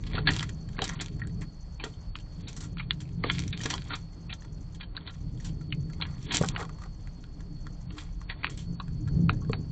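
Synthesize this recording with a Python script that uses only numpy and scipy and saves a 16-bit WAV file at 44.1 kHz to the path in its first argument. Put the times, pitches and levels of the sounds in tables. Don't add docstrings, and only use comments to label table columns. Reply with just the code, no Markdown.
import sys
import numpy as np
from scipy import signal
from scipy.fft import rfft, irfft
from scipy.io import wavfile
from scipy.ndimage import uniform_filter1d

SR = 44100
rng = np.random.default_rng(int(sys.argv[2]) if len(sys.argv) > 2 else 0)


def wrap_up_sound(samples):
    columns = np.atleast_2d(samples).T
    tamed = np.clip(columns, -1, 1)
    steps = np.round(tamed * 32767).astype(np.int16)
    wavfile.write(sys.argv[1], SR, steps)


def linear_from_db(decibels):
    return 10 ** (np.asarray(decibels, float) / 20)


N = 428211


def evened(x):
    return x / np.sqrt(np.mean(x ** 2) + 1e-20)


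def curve(rows, column=1):
    rows = np.array(rows)
    return np.interp(np.arange(N) / SR, rows[:, 0], rows[:, column])


def coloured(points):
    f, db = np.transpose(points)
    hz = np.fft.rfftfreq(N, 1 / SR)
    shape = linear_from_db(np.interp(np.log(hz + 1), np.log(f + 1), db, left=-90, right=-90))
    return evened(irfft(rfft(rng.standard_normal(N)) * shape, N))


def slow(rate_hz):
    knots = rng.standard_normal(4000)
    return np.interp(np.arange(N) / SR * rate_hz * 2, np.arange(4000), knots) * 1.2


def mode(hz, width_hz, size=1500):
    t = np.arange(size) / SR
    ring = np.sin(2 * np.pi * hz * t) * np.exp(-np.pi * width_hz * t)
    return ring / np.linalg.norm(ring)


def body(modes):
    ring = sum((-1) ** k * linear_from_db(db) * mode(hz, width, ) for k, (hz, width, db) in enumerate(modes))
    return ring / np.linalg.norm(ring)


def steep(ring):
    twice = np.convolve(ring, ring)
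    return twice / np.linalg.norm(twice)


def grit(noise, sizes, spread_db):
    return evened(noise * linear_from_db(spread_db * np.minimum(sizes, 6)))


def fade_seconds(fade_ms):
    return max(fade_ms, .7) / 1000


def high_share(bright_db):
    return 1 / (1 + linear_from_db(-2 * bright_db))


def add(mix, s, sound):
    part = mix[round(s * SR):][:len(sound)]
    part += sound[:len(part)]


def inside_box(x, wet_db):
    t = np.arange(5000) / SR
    tail = rng.standard_normal(len(t)) * linear_from_db(-60 * t / .075) * (t > .003)
    tail = uniform_filter1d(tail, size=4)
    return x + linear_from_db(wet_db) * signal.oaconvolve(x, tail / np.linalg.norm(tail))[:N]


# t/s, level/dB
GUSTS = [(0.0, -41.5), (0.24, -31.5), (0.69, -39.5), (1.25, -33.5), (1.7, -46.5), (2.1, -48), (3.28, -33.5),
         (4.08, -42.5), (5.2, -43.5), (5.8, -34), (6.21, -40), (6.42, -31.5), (6.8, -45.5), (7.73, -42.5),
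         (8.14, -47), (9.0, -34), (9.25, -27.5), (9.71, -35)]
# t/s, level/dB
BUFFET = [
    (0, -38.5),
    (2, -43),
    (8.5, -40.5),
    (9.71, -37.5),
]
# f/Hz, level/dB
BUFFET_COLOUR = [(12, -30), (25, -3.5), (38, 1.5), (55, -7), (80, -8), (120, -20)]
HOLLOW = [(35, -38.5), (60, -7), (110, -1), (152, -0.5), (170, 2.5), (192, -11.5), (235, -14), (310, -42)]
WALLS = [(120, -55.5), (210, -12), (296, -1.5), (351, -12), (425, -10.5), (491, -21), (722, -28.5),
         (1200, -48)]
AIR = [(290, -34.5), (500, -3.5), (959, -7.5), (2370, -21.5), (3360, -21), (4050, -29.5), (4330, -9),
       (4520, -12.5), (5310, -21), (6140, -22.5), (7270, -28.5), (8920, -41)]
AIR_DB = -64
HUM_DB, HUM_FOLLOWS, GUST_MEAN_DB = -51.5, 0.85, -35.5
SHAKE_DB = -10


def wind(stir):
    flutter_db = 2.2 * slow(5)
    buffet = coloured(BUFFET_COLOUR) * linear_from_db(curve(BUFFET) + .5 * flutter_db)
    hollow = coloured(HOLLOW) * linear_from_db(curve(GUSTS) + flutter_db)
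    hum = linear_from_db(HUM_DB + HUM_FOLLOWS * (curve(GUSTS) - GUST_MEAN_DB))
    hum += linear_from_db(SHAKE_DB) * np.sqrt(stir.sum(0))
    walls = coloured(WALLS) * hum * linear_from_db(.5 * flutter_db + 2.33 * slow(9.8))
    air = coloured(AIR) * linear_from_db(AIR_DB + 1.3 * slow(7.1))
    return buffet + hollow + walls + air


# f/Hz, wander/Hz, level/dB
CRICKETS = [
    (4372, 26, -68),
    (4795, 30, -83),
]


def crickets():
    out, drift = np.zeros(N), slow(1.2)
    for hz, wander_hz, db in CRICKETS:
        turns = np.cumsum(hz + wander_hz * (drift + .4 * slow(15))) / SR
        level_db = db + 2.5 + 2 * drift + slow(5) + 3 * slow(45)
        out += linear_from_db(level_db) * np.sin(2 * np.pi * turns)
    return out


# f/Hz, width/Hz, level/dB
RASP = [(6000, 750, 0), (7270, 970, 1.5), (7670, 1200, -3)]
# t into beat/s, length/s, level/dB
STROKES = [
    (.004, 0.016, -66),
    (0.024, .008, -66),
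    (0.122, .016, -66.5),
    (.143, .008, -64),
]
BEAT_S = .2


def katydid():
    place = np.arange(N) / SR % BEAT_S
    effort = np.zeros(N)
    for s, long, db in STROKES:
        across = 2 * (place - s) / long - 1
        effort += linear_from_db(db) * np.sqrt(np.clip(1 - across ** 4, 0, 1))
    teeth = grit(rng.standard_normal(N), rng.exponential(1, N), 3.4)
    return signal.oaconvolve(teeth * effort * linear_from_db(2 * slow(5)), steep(body(RASP)))[:N]


# peak t/s, level/dB, rise/s, fall/s, brightness/dB
SHUFFLE = [(.17, -40, 0.19, 0.11, -2), (0.298, -32.5, 0.064, 0.26, 6), (.84, -38.5, 0.14, 0.36, -1),
           (1.849, -42.5, 0.08, 0.1, 0.5), (2.45, -56.5, 0.11, 0.26, 13), (3.259, -37.5, 0.054, 0.4, 17),
           (3.73, -38, 0.38, 0.13, 5.5), (3.94, -42, 0.21, 0.1, -1.5), (5.09, -54.5, 0.19, 0.13, -3.5),
           (5.439, -57, 0.082, 0.097, 5.5), (6.04, -53.5, 0.13, 0.28, -9.5), (6.35, -30, 0.19, 0.25, 14),
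           (6.61, -39.5, 0.22, 0.06, -3.5), (6.84, -57, 0.086, 0.037, -8.5),
           (8.001, -48.5, 0.12, 0.11, -0.5), (8.459, -42.5, 0.12, 0.14, 3.5)]
REST_DB = -71


def stirring():
    t, power = np.arange(N) / SR, np.full((2, N), linear_from_db(2 * REST_DB) / 2)
    for s, db, rise, fall, bright_db in SHUFFLE:
        away = np.maximum((s - t) / max(rise, .01), (t - s) / max(fall, .01))
        share = high_share(bright_db)
        bout_db = db - (db - REST_DB) * np.minimum(away, 2)
        power += np.outer([1 - share, share], linear_from_db(2 * bout_db))
    return power


# f/Hz, width/Hz, level/dB
FLAPS = [(850, 2400, -26), (1200, 520, 11.5), (1400, 87, 7.5), (1960, 540, 9)]
SHELLS = [(2420, 1150, 7), (3300, 442, 8), (4340, 1500, 7)]
HUSK = [(4760, 4130, 2), (5990, 850, 4.5), (6604, 1110, 2), (7390, 695, 1.5), (8470, 810, -11.5)]


def shuffle(power):
    out = np.zeros(N)
    for modes, db, part in ((FLAPS, -5.0, power[0]), (SHELLS, -5.0, power[1]), (HUSK, -9.5, power[1])):
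        seeds = grit(rng.standard_normal(N), rng.exponential(1, N), 5.0)
        seeds = seeds * linear_from_db(db + 3.2 * slow(60)) * np.sqrt(part)
        out += signal.oaconvolve(seeds, steep(body(modes)))[:N]
    return out


# t/s, level/dB, f/Hz, width/Hz
PLUCKS = [
    (1.218, -27.5, 1863, 70),
    (1.22, -43, 1490, 90),
    (0.822, -23.5, 792, 70),
    (1.25, -40, 1560, 200),
    (1.272, -42, 1650, 200),
    (5.400, -45.5, 1860, 79.6),
]
# middle t/s, level/dB, length/s
FLEXES = [
    (7.526, -45.5, .14),
    (7.66, -49, .12),
    (7.977, -43.5, .14),
    (3.013, -46.5, .14),
    (5.709, -44, .14),
    (9.025, -37, 0.079),
    (9.248, -36.5, .1),
]
# middle t/s, level/dB, length/s
BOOMS = [
    (9.24, -25.5, .16),
    (8.72, -38.5, .12),
]
FLEX_HZ, BOOM_HZ = 301.5, 169.3


def plucks():
    out, t = np.zeros(N), np.arange(1500) / SR
    for s, db, hz, width_hz in PLUCKS:
        envelope = np.minimum(t / 0.00051, 1) * np.exp(-np.pi * width_hz * t)
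        add(out, s, linear_from_db(db) * envelope * np.sin(2 * np.pi * hz * t))
    drones = [(*row, FLEX_HZ) for row in FLEXES] + [(*row, BOOM_HZ) for row in BOOMS]
    for s, db, long, hz in drones:
        swell = np.hanning(round(long * SR))
        tone = np.sin(2 * np.pi * hz * np.arange(len(swell)) / SR)
        add(out, s - long / 2, linear_from_db(db) * swell * tone)
    return out


# f/Hz, width/Hz, level/dB
BOARD = [(346, 100, -9), (439, 170, -3), (820, 230, -6.5)]
# t/s, peak level/dB, board f/Hz, rattle/ms
THUDS = [(0.144, -22, 148, 1.6), (0.176, -28, 251, 20), (0.787, -31, 230, 39), (0.821, -32, 304, 17),
         (1.839, -35.5, 413, 33), (3.244, -23.5, 310, 21), (3.655, -23.5, 288, 5.8), (6.4106, -18, 200, 11),
         (6.436, -32, 420, 13.6), (6.598, -34, 430, 40), (9.299, -29.5, 288, 9.1), (9.4968, -21, 198, 4.3),
         (9.534, -30, 241, 13)]


def thuds():
    t = np.arange(4000) / SR
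    noise = rng.standard_normal((len(THUDS), len(t)))
    push, out = np.hanning(60), np.zeros(N)
    for (s, db, hz, rattle_ms), n in zip(THUDS, noise):
        knock = -np.sin(2 * np.pi * hz * t) * np.exp(-np.pi * 150.0 * t)
        shaking = n * linear_from_db(-10 * t / (max(rattle_ms, 2) / 1000))
        rattle = np.convolve(shaking, body(BOARD))[:len(t)]
        add(out, s, linear_from_db(db) * np.convolve(2.54 * knock + 0.55 * rattle, push / push.sum()))
    return out


# t/s, level/dB, f/Hz, 10 dB fade/ms, broad shell noise re ring/dB
TICKS = [(0.304, -29, 1820, 6, -7.5), (0.31, -39, 5900, 1.5, -9), (.320, -30, 3000, -3, -16),
         (0.335, -35.5, 4530, 2, 2), (0.373, -30, 2860, 1, -6), (0.387, -38, 4900, 5, -5),
         (0.437, -40, 2000, 3.5, -2), (0.687, -48.5, 1900, 4.5, -2), (.7463, -51.5, 1580, 3, -15),
         (0.766, -50, 2150, 7, 4), (0.782, -42.5, 1730, 8.5, 1), (.854, -37, 3300, -2, -8),
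         (0.891, -34.5, 6000, 3.5, 0.5), (0.9983, -41, 3350, 11.5, 5.5), (1.0102, -40.5, 1900, 9, 0),
         (1.043, -46, 6000, 2.5, 4), (1.236, -44, 1720, 2, -6), (1.295, -54.5, 1990, 4, -9),
         (3.401, -40.5, 6000, 1.5, 4), (3.5928, -40.5, 3200, 4, -5.5), (3.604, -38, 1900, 4, -9),
         (3.6337, -33.5, 6100, 8.5, -1.5), (3.654, -44, 6200, 0, -12), (3.700, -33.5, 6100, 9.5, 0),
         (3.709, -24, 3170, 1, 0), (3.734, -27.5, 1000, 1, -16.5), (3.753, -39, 1100, 2.5, -2.5),
         (6.254, -50, 3300, 1, -7), (6.2668, -45.5, 3300, 7, -5), (6.286, -42, 3360, 4, -9),
         (6.413, -40, 7260, 3, -12.5), (6.425, -29, 7400, -0.5, 1), (6.445, -34.5, 7000, 1.5, 3),
         (6.5392, -42, 1165, 5, -11), (6.55, -31, 1000, 1, -3), (6.626, -36, 1200, 2, -5),
         (8.7996, -28, 1200, 5, -21), (9.417, -49.5, 1160, 11, -20), (9.447, -49.5, 1650, 2, -11),
         (9.516, -49.5, 7250, 3.5, -17)]
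# t/s, level/dB, f/Hz, 10 dB fade/ms
SEEDS = [(.115, -48, 2220, 2), (0.187, -34, 1880, 5), (.217, -47, 3000, -2), (1.9377, -51, 3460, 4),
         (1.9577, -56, 2000, 1), (2.198, -53, 3000, 9), (2.2045, -50, 3330, 2), (2.2664, -58, 2000, -4),
         (2.4706, -45, 3930, 17), (2.529, -40, 6600, 2), (2.626, -44, 7200, 3.5), (3.0038, -47, 3200, 3.5),
         (3.023, -51, 2370, -1), (3.054, -51, 2480, 1), (3.0765, -56, 2420, -2), (3.0896, -49, 2330, 2),
         (3.842, -53, 7000, 1.5), (4.1308, -57, 2050, 2), (4.294, -45, 2620, 23), (4.421, -50, 1780, 4),
         (4.800, -44, 1500, 7.5), (4.9482, -46.5, 1280, 17), (5.0092, -44, 3430, 1),
         (5.031, -49.5, 3350, 1), (5.066, -42, 3520, 3.5), (5.1374, -58, 2570, 7), (5.375, -46, 3500, 1),
         (5.400, -50.5, 6100, 8), (5.7052, -41, 3040, 0.5), (5.9328, -47, 2080, 3.5),
         (5.9815, -49, 3000, 1), (6.011, -48, 2860, 3), (6.035, -42, 2500, 1.5), (6.1103, -50, 1390, 4),
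         (6.1392, -55, 1810, 1.5), (7.968, -49, 1230, 8), (8.0647, -57, 2610, -1), (8.288, -46, 2760, 16),
         (8.4159, -50, 1720, 1.5), (8.432, -37, 2500, 16), (8.4952, -41, 2810, 2), (8.5905, -48, 3280, 3),
         (9.0842, -47, 1810, 2.5), (9.368, -57, 1770, 1), (3.305, -23, 3100, 2.5), (6.226, -42.5, 5430, 4),
         (6.244, -48, 6500, 1), (.992, -39, 3000, 2), (3.478, -36.5, 5800, 3.5)]
# t/s, level/dB, f/Hz, 10 dB fade/ms
DRAGS = [(6.435, -27.5, 1200, 10), (6.444, -35, 850, 8), (6.592, -37.5, 1390, 13), (6.612, -35.5, 1260, 19),
         (6.857, -43, 1100, 8.5), (6.577, -35.5, 1030, 8), (10, -58, 1065, 5), (6.755, -54, 1250, 5),
         (6, -42, 1150, 14), (3.243, -34.5, 970, 8.5), (9.535, -25, 1320, 1)]
# t/s, level/dB, f/Hz, 10 dB fade/ms
FLAKES = [
    (1.272, -44.5, 7500, 2),
    (1.411, -42, 7500, 0.5),
    (8.574, -47, 7500, 4.5),
    (5.0765, -34.5, 4100, -1),
    (.841, -33.5, 4000, 6),
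]
SEED_BROAD_DB, DRAG_BROAD_DB = -5, -20.5
TICK_WIDTH, DRAG_WIDTH, TICK_WIDTH_HZ = .17, .5, 140


def ticks():
    t = np.arange(2000) / SR
    rows = [(*row, TICK_WIDTH) for row in TICKS]
    rows += [(*row, SEED_BROAD_DB, TICK_WIDTH) for row in SEEDS]
    rows += [(*row, DRAG_BROAD_DB, DRAG_WIDTH) for row in DRAGS]
    rows += [(*row, SEED_BROAD_DB, TICK_WIDTH) for row in FLAKES]
    draws = rng.standard_normal((len(rows), 2, len(t)))
    shell, out = steep(body(SHELLS)) + linear_from_db(-2.5) * steep(body(HUSK)), np.zeros(N)
    for (s, db, hz, fade_ms, broad_db, width), (n, e) in zip(rows, draws):
        fade = fade_seconds(fade_ms)
        envelope = linear_from_db(db - 11 * t / fade) * np.minimum(t / (0.058 * fade), 1)
        burst = grit(n, e ** 2, 3.1) * envelope
        add(out, s, np.convolve(burst, steep(mode(hz, TICK_WIDTH_HZ + width * hz, size=400))))
        add(out, s, linear_from_db(broad_db) * signal.fftconvolve(burst, shell[:800]))
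    return out


# t/s, level/dB, f/Hz, 10 dB fade/ms, second f/Hz
KNOCKS = [(0.134, -33, 3450, 3.5, 2120), (0.1795, -25.5, 1400, 10, 850), (0.2905, -21.5, 1860, 1, 3040),
          (0.7908, -25.5, 1087, 2, 1750), (1.798, -33.5, 830, 19, 2420), (2.1548, -28.5, 3180, 4.5, 1280),
          (2.771, -39.5, 1410, 2, 2200), (2.7961, -28, 2340, 10.5, 1330), (2.9082, -18.5, 3420, 2.5, 2300),
          (3.2385, -17, 1200, 4.5, 2070), (3.5279, -29.5, 3580, 13, 2500), (4.967, -31.5, 3950, 4.5, 1200),
          (4.975, -36, 1640, 6.5, 4460), (5.7245, -27.5, 2780, 5.5, 3300), (6.0137, -33.5, 3420, 0.5, 3600),
          (6.5623, -22, 1860, 4.5, 2540), (8.445, -19.5, 1470, 1.5, 1850), (8.4687, -31, 2470, 2, 3030),
          (8.4772, -40.5, 1290, -2, 2400), (8.7998, -29.5, 1320, 4.5, 3970),
          (9.2947, -21.5, 1376, 1.5, 2460), (9.5323, -22, 1320, 2.5, 2500)]
SECOND_DB = -6.5


def knocks():
    lead = 800
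    t = (np.arange(2400) - lead) / SR
    noise, sizes = rng.standard_normal((len(KNOCKS), len(t))), rng.exponential(1, (len(KNOCKS), len(t)))
    rung, blows = np.zeros((2, N))
    for (s, db, hz, fade_ms, second_hz), n, e in zip(KNOCKS, noise, sizes):
        fade = fade_seconds(fade_ms)
        squeeze = linear_from_db(-27.0 + 1700.0 * t) * (t < 0)
        rebounds = 0.53 * linear_from_db(-11 * abs(t) / fade) * (t > 0)
        blow = grit(n, e, 1.0) * (squeeze + rebounds)
        blow[lead] = -11.0 / (1 + (fade / 0.0027) ** 2)
        edge_hz = max(1000.0, 0.54 * min(hz, second_hz))
        blow = signal.sosfilt(signal.butter(4, edge_hz, "high", fs=SR, output="sos"), blow)
        first, second = (mode(f, 120 + 0.048 * f, size=800) for f in (hz, second_hz))
        start = s - lead / SR
        add(rung, start, linear_from_db(db + 1.5) * np.convolve(blow, first + linear_from_db(SECOND_DB) * second))
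        add(blows, start, linear_from_db(db - 9.0) * blow)
    bare_snap = linear_from_db(-8.5) * mode(2500, 2500)
    shell = body(SHELLS) + linear_from_db(-3.0) * body(HUSK) + bare_snap
    return rung + inside_box(signal.oaconvolve(blows, shell)[:N], wet_db=-9.5)


# t/s, level/dB, f/Hz, husk treble re level/dB
CRACKS = [(0.0377, -48, 2200, -16), (0.364, -30, 3000, -4.5), (0.394, -28.5, 3220, -15.5),
          (0.8783, -43, 1900, 5), (1.0601, -42, 2360, -3), (1.0832, -46, 3300, -11),
          (2.1874, -49, 3340, -13), (3.337, -46, 3250, -6.5), (3.3834, -37.5, 2100, -16),
          (3.392, -33, 3400, -1.5), (3.4216, -42.5, 3380, -8), (3.437, -44, 2140, -8),
          (3.479, -50, 3700, 1.5), (3.5752, -38.5, 3290, -13), (3.7798, -35.5, 3260, -30.5),
          (3.8202, -42.5, 3300, -15), (6.3693, -27.5, 3300, 6), (6.487, -30, 3140, 0)]
# t/s, level/dB, f/Hz, 10 dB fade/ms
TAPS = [(0.4067, -28, 3050, 2.5), (0.4269, -25.5, 1970, 5.5), (0.896, -27, 1860, -6),
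        (0.932, -42.5, 1940, 9), (1.194, -47.5, 1760, 10), (1.415, -44, 1960, 22), (4.447, -44, 1170, 4.5),
        (5.611, -48, 1360, 6), (5.897, -49.5, 1390, 9.5), (6.4123, -36.5, 1130, 9),
        (6.4362, -44.5, 1240, 11), (6.603, -54, 1190, 17), (6.6503, -40.5, 1120, 3),
        (6.6933, -41, 1130, 2.5), (6.783, -53, 1210, 12), (6.8185, -43.5, 1200, 6),
        (6.836, -40.5, 1170, 3.5), (6.86, -52, 1100, -4), (7.0733, -44.5, 1316, 1.5),
        (7.4056, -45, 1315, 2.5), (7.6678, -40.5, 1310, 2), (8.2151, -44.5, 1110, 0.5),
        (8.88, -46, 1560, 3), (9.0753, -44, 1400, 5), (9.331, -50, 1320, 9), (9.495, -44, 1120, 3)]
# t/s, level/dB, f/Hz, 10 dB fade/ms, high minus low modes/dB
SCRAPES = [(0.065, -46, 3250, 15, 30), (0.151, -31.5, 3420, 6.5, 1), (0.271, -24, 1710, 24.5, 8.5),
           (0.8182, -24.5, 3320, 4, 2), (1.838, -24, 3100, 4.5, -9.5), (2.7816, -41, 2330, 7, 5),
           (2.824, -48, 2390, 16, -9), (3.2981, -21, 2170, 4.5, 2.5), (3.6565, -23, 2090, 6.5, -8),
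           (3.703, -27.5, 3420, 8.5, -5), (3.739, -22.5, 3200, 2, -12), (3.9038, -37, 1370, 38, -5.5),
           (4.3005, -45, 2240, 18, 22), (4.807, -43.5, 2120, 13, 14), (4.829, -44, 3190, 12.5, 2),
           (5.0734, -38, 3860, 11, 2), (5.0939, -42, 3620, 12, -9), (5.492, -48, 4000, 5, -4),
           (6.0202, -25.5, 3150, 8, 4), (6.307, -29.5, 3200, 29, -1), (6.3602, -31, 3540, -3, -5),
           (7.24, -50.5, 1500, -12, 9), (7.98, -41.5, 1490, 12, 6)]
# t/s, level/dB, f/Hz, 10 dB fade/ms, high minus low modes/dB
RAKES = [(0.4906, -44.5, 1930, 7.1, 11), (0.8393, -34.5, 3160, 11, 12), (1.0069, -38.5, 1850, 18, 7),
         (2.479, -46, 2510, 18, 18), (2.5635, -45.5, 4100, 22, -17), (2.6043, -44.5, 3980, 17, -12),
         (2.6336, -51.5, 1300, 30, -5), (3.0028, -53, 3370, 26, 1), (3.611, -43, 3210, 11, 16),
         (3.934, -33.5, 1350, 15.4, 19), (4.3259, -33.5, 3660, 7.6, -2.5), (4.746, -58, 2920, 17, 21),
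         (5.4441, -48.5, 3630, 37, -3), (6.05, -43, 1810, 9.7, 4), (6.343, -26.5, 3130, 8.5, 1),
         (6.459, -43, 3490, 13, -16), (7.9047, -41, 2880, 6.5, -18), (8.296, -34, 1890, 23.5, -8.5),
         (8.4946, -50, 3100, 25, -13), (8.572, -55, 3200, 59, 9)]
CRACK_MS, CRACK_BRIGHT_DB = .7, 10.5
TAP_HUSK_DB, TAP_BRIGHT_DB = -13.5, -13
SCRAPE_HUSK_DB, RAKE_HUSK_DB = -14.5, -1.5


def all_pecks():
    return ([(s, db, hz, CRACK_MS, husk, CRACK_BRIGHT_DB) for s, db, hz, husk in CRACKS]
            + [(s, db, hz, ms, TAP_HUSK_DB, TAP_BRIGHT_DB) for s, db, hz, ms in TAPS]
            + [(s, db, hz, ms, SCRAPE_HUSK_DB, bright) for s, db, hz, ms, bright in SCRAPES]
            + [(s, db, hz, ms, RAKE_HUSK_DB, bright) for s, db, hz, ms, bright in RAKES])


def pecks():
    lead = 800
    t = (np.arange(4800) - lead) / SR
    after = np.maximum(t, 0)
    rows = all_pecks()
    noise, sizes = rng.standard_normal((len(rows), len(t))), rng.exponential(1, (len(rows), len(t)))
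    own, low, high, husk = np.zeros((4, N))
    for (s, db, hz, fade_ms, husk_db, bright_db), n, e in zip(rows, noise, sizes):
        fade = fade_seconds(fade_ms)
        rise = 0.00026 + 0.03 * fade
        squeeze = linear_from_db(-17.5 + 870.0 * t) * (t < 0)
        crush = linear_from_db(-5.5 * after / fade - 5.4 * (after / fade) ** 2) * np.minimum(after / rise, 1)
        crumble = grit(n, e, 2.0) * (squeeze + crush)
        crumble[lead] = 8.0 / (1 + (fade / 0.0032) ** 2)
        blow, start = linear_from_db(db) * crumble, s - lead / SR
        share = high_share(bright_db)
        ring_db = -4 - 6 * np.log2(hz / 1800)
        add(own, start, linear_from_db(ring_db) * np.convolve(blow, mode(hz, 0.13 * hz, size=400)))
        add(low, start, np.sqrt(1 - share) * blow)
        add(high, start, np.sqrt(share) * blow)
        add(husk, start, linear_from_db(husk_db) * blow * np.sign(n[::-1]))
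    dry = own + linear_from_db(-5.5) * signal.oaconvolve(low, steep(body(FLAPS)))[:N]
    dry += linear_from_db(2.5) * signal.oaconvolve(high, steep(body(SHELLS)))[:N]
    dry += linear_from_db(-21.5) * high
    dry = signal.sosfilt(signal.butter(2, 900.0, "high", fs=SR, output="sos"), dry)
    return dry + linear_from_db(2.5) * signal.oaconvolve(husk, steep(body(HUSK)))[:N]


def scene():
    stir = stirring()
    birds = knocks() + inside_box(pecks() + plucks() + thuds() + shuffle(stir), wet_db=-12)
    around = wind(stir) + crickets() + katydid()
    return (birds + around + inside_box(ticks(), wet_db=-12))[None]


def top_cut(x):
    return signal.sosfilt(signal.butter(12, 9070, fs=SR, output="sos"), x)


DROPS = [(0, 3), (10, 1), (13, 1), (17, 1), (26, 1), (31, 1), (36, 1), (41, 3), (48, 2), (53, 1), (59, 1),
         (65, 1), (73, 5), (87, 1), (92, 1), (96, 1), (100, 1), (121, 1), (127, 4), (135, 1), (143, 1),
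         (147, 1)]
FRAME_S, FIRST_S, CORE_HZ = .064, .121, 4560


def record(dry):
    heard = signal.oaconvolve(dry, signal.firwin(101, 8900, fs=SR)[None], "same")
    low_pass = signal.firwin(1201, CORE_HZ, window=("kaiser", 9), fs=SR)
    core = signal.oaconvolve(heard, low_pass[None], "same")
    kept = np.ones(N)
    for frame, count in DROPS:
        start = FIRST_S + frame * FRAME_S - .003
        end = start + count * FRAME_S - .004
        kept[round(start * SR):round(end * SR)] = 0
    kept = uniform_filter1d(uniform_filter1d(kept, size=200), size=200)
    return top_cut(core + kept * (heard - core))


dry = scene()
out = record(dry)
wrap_up_sound(out)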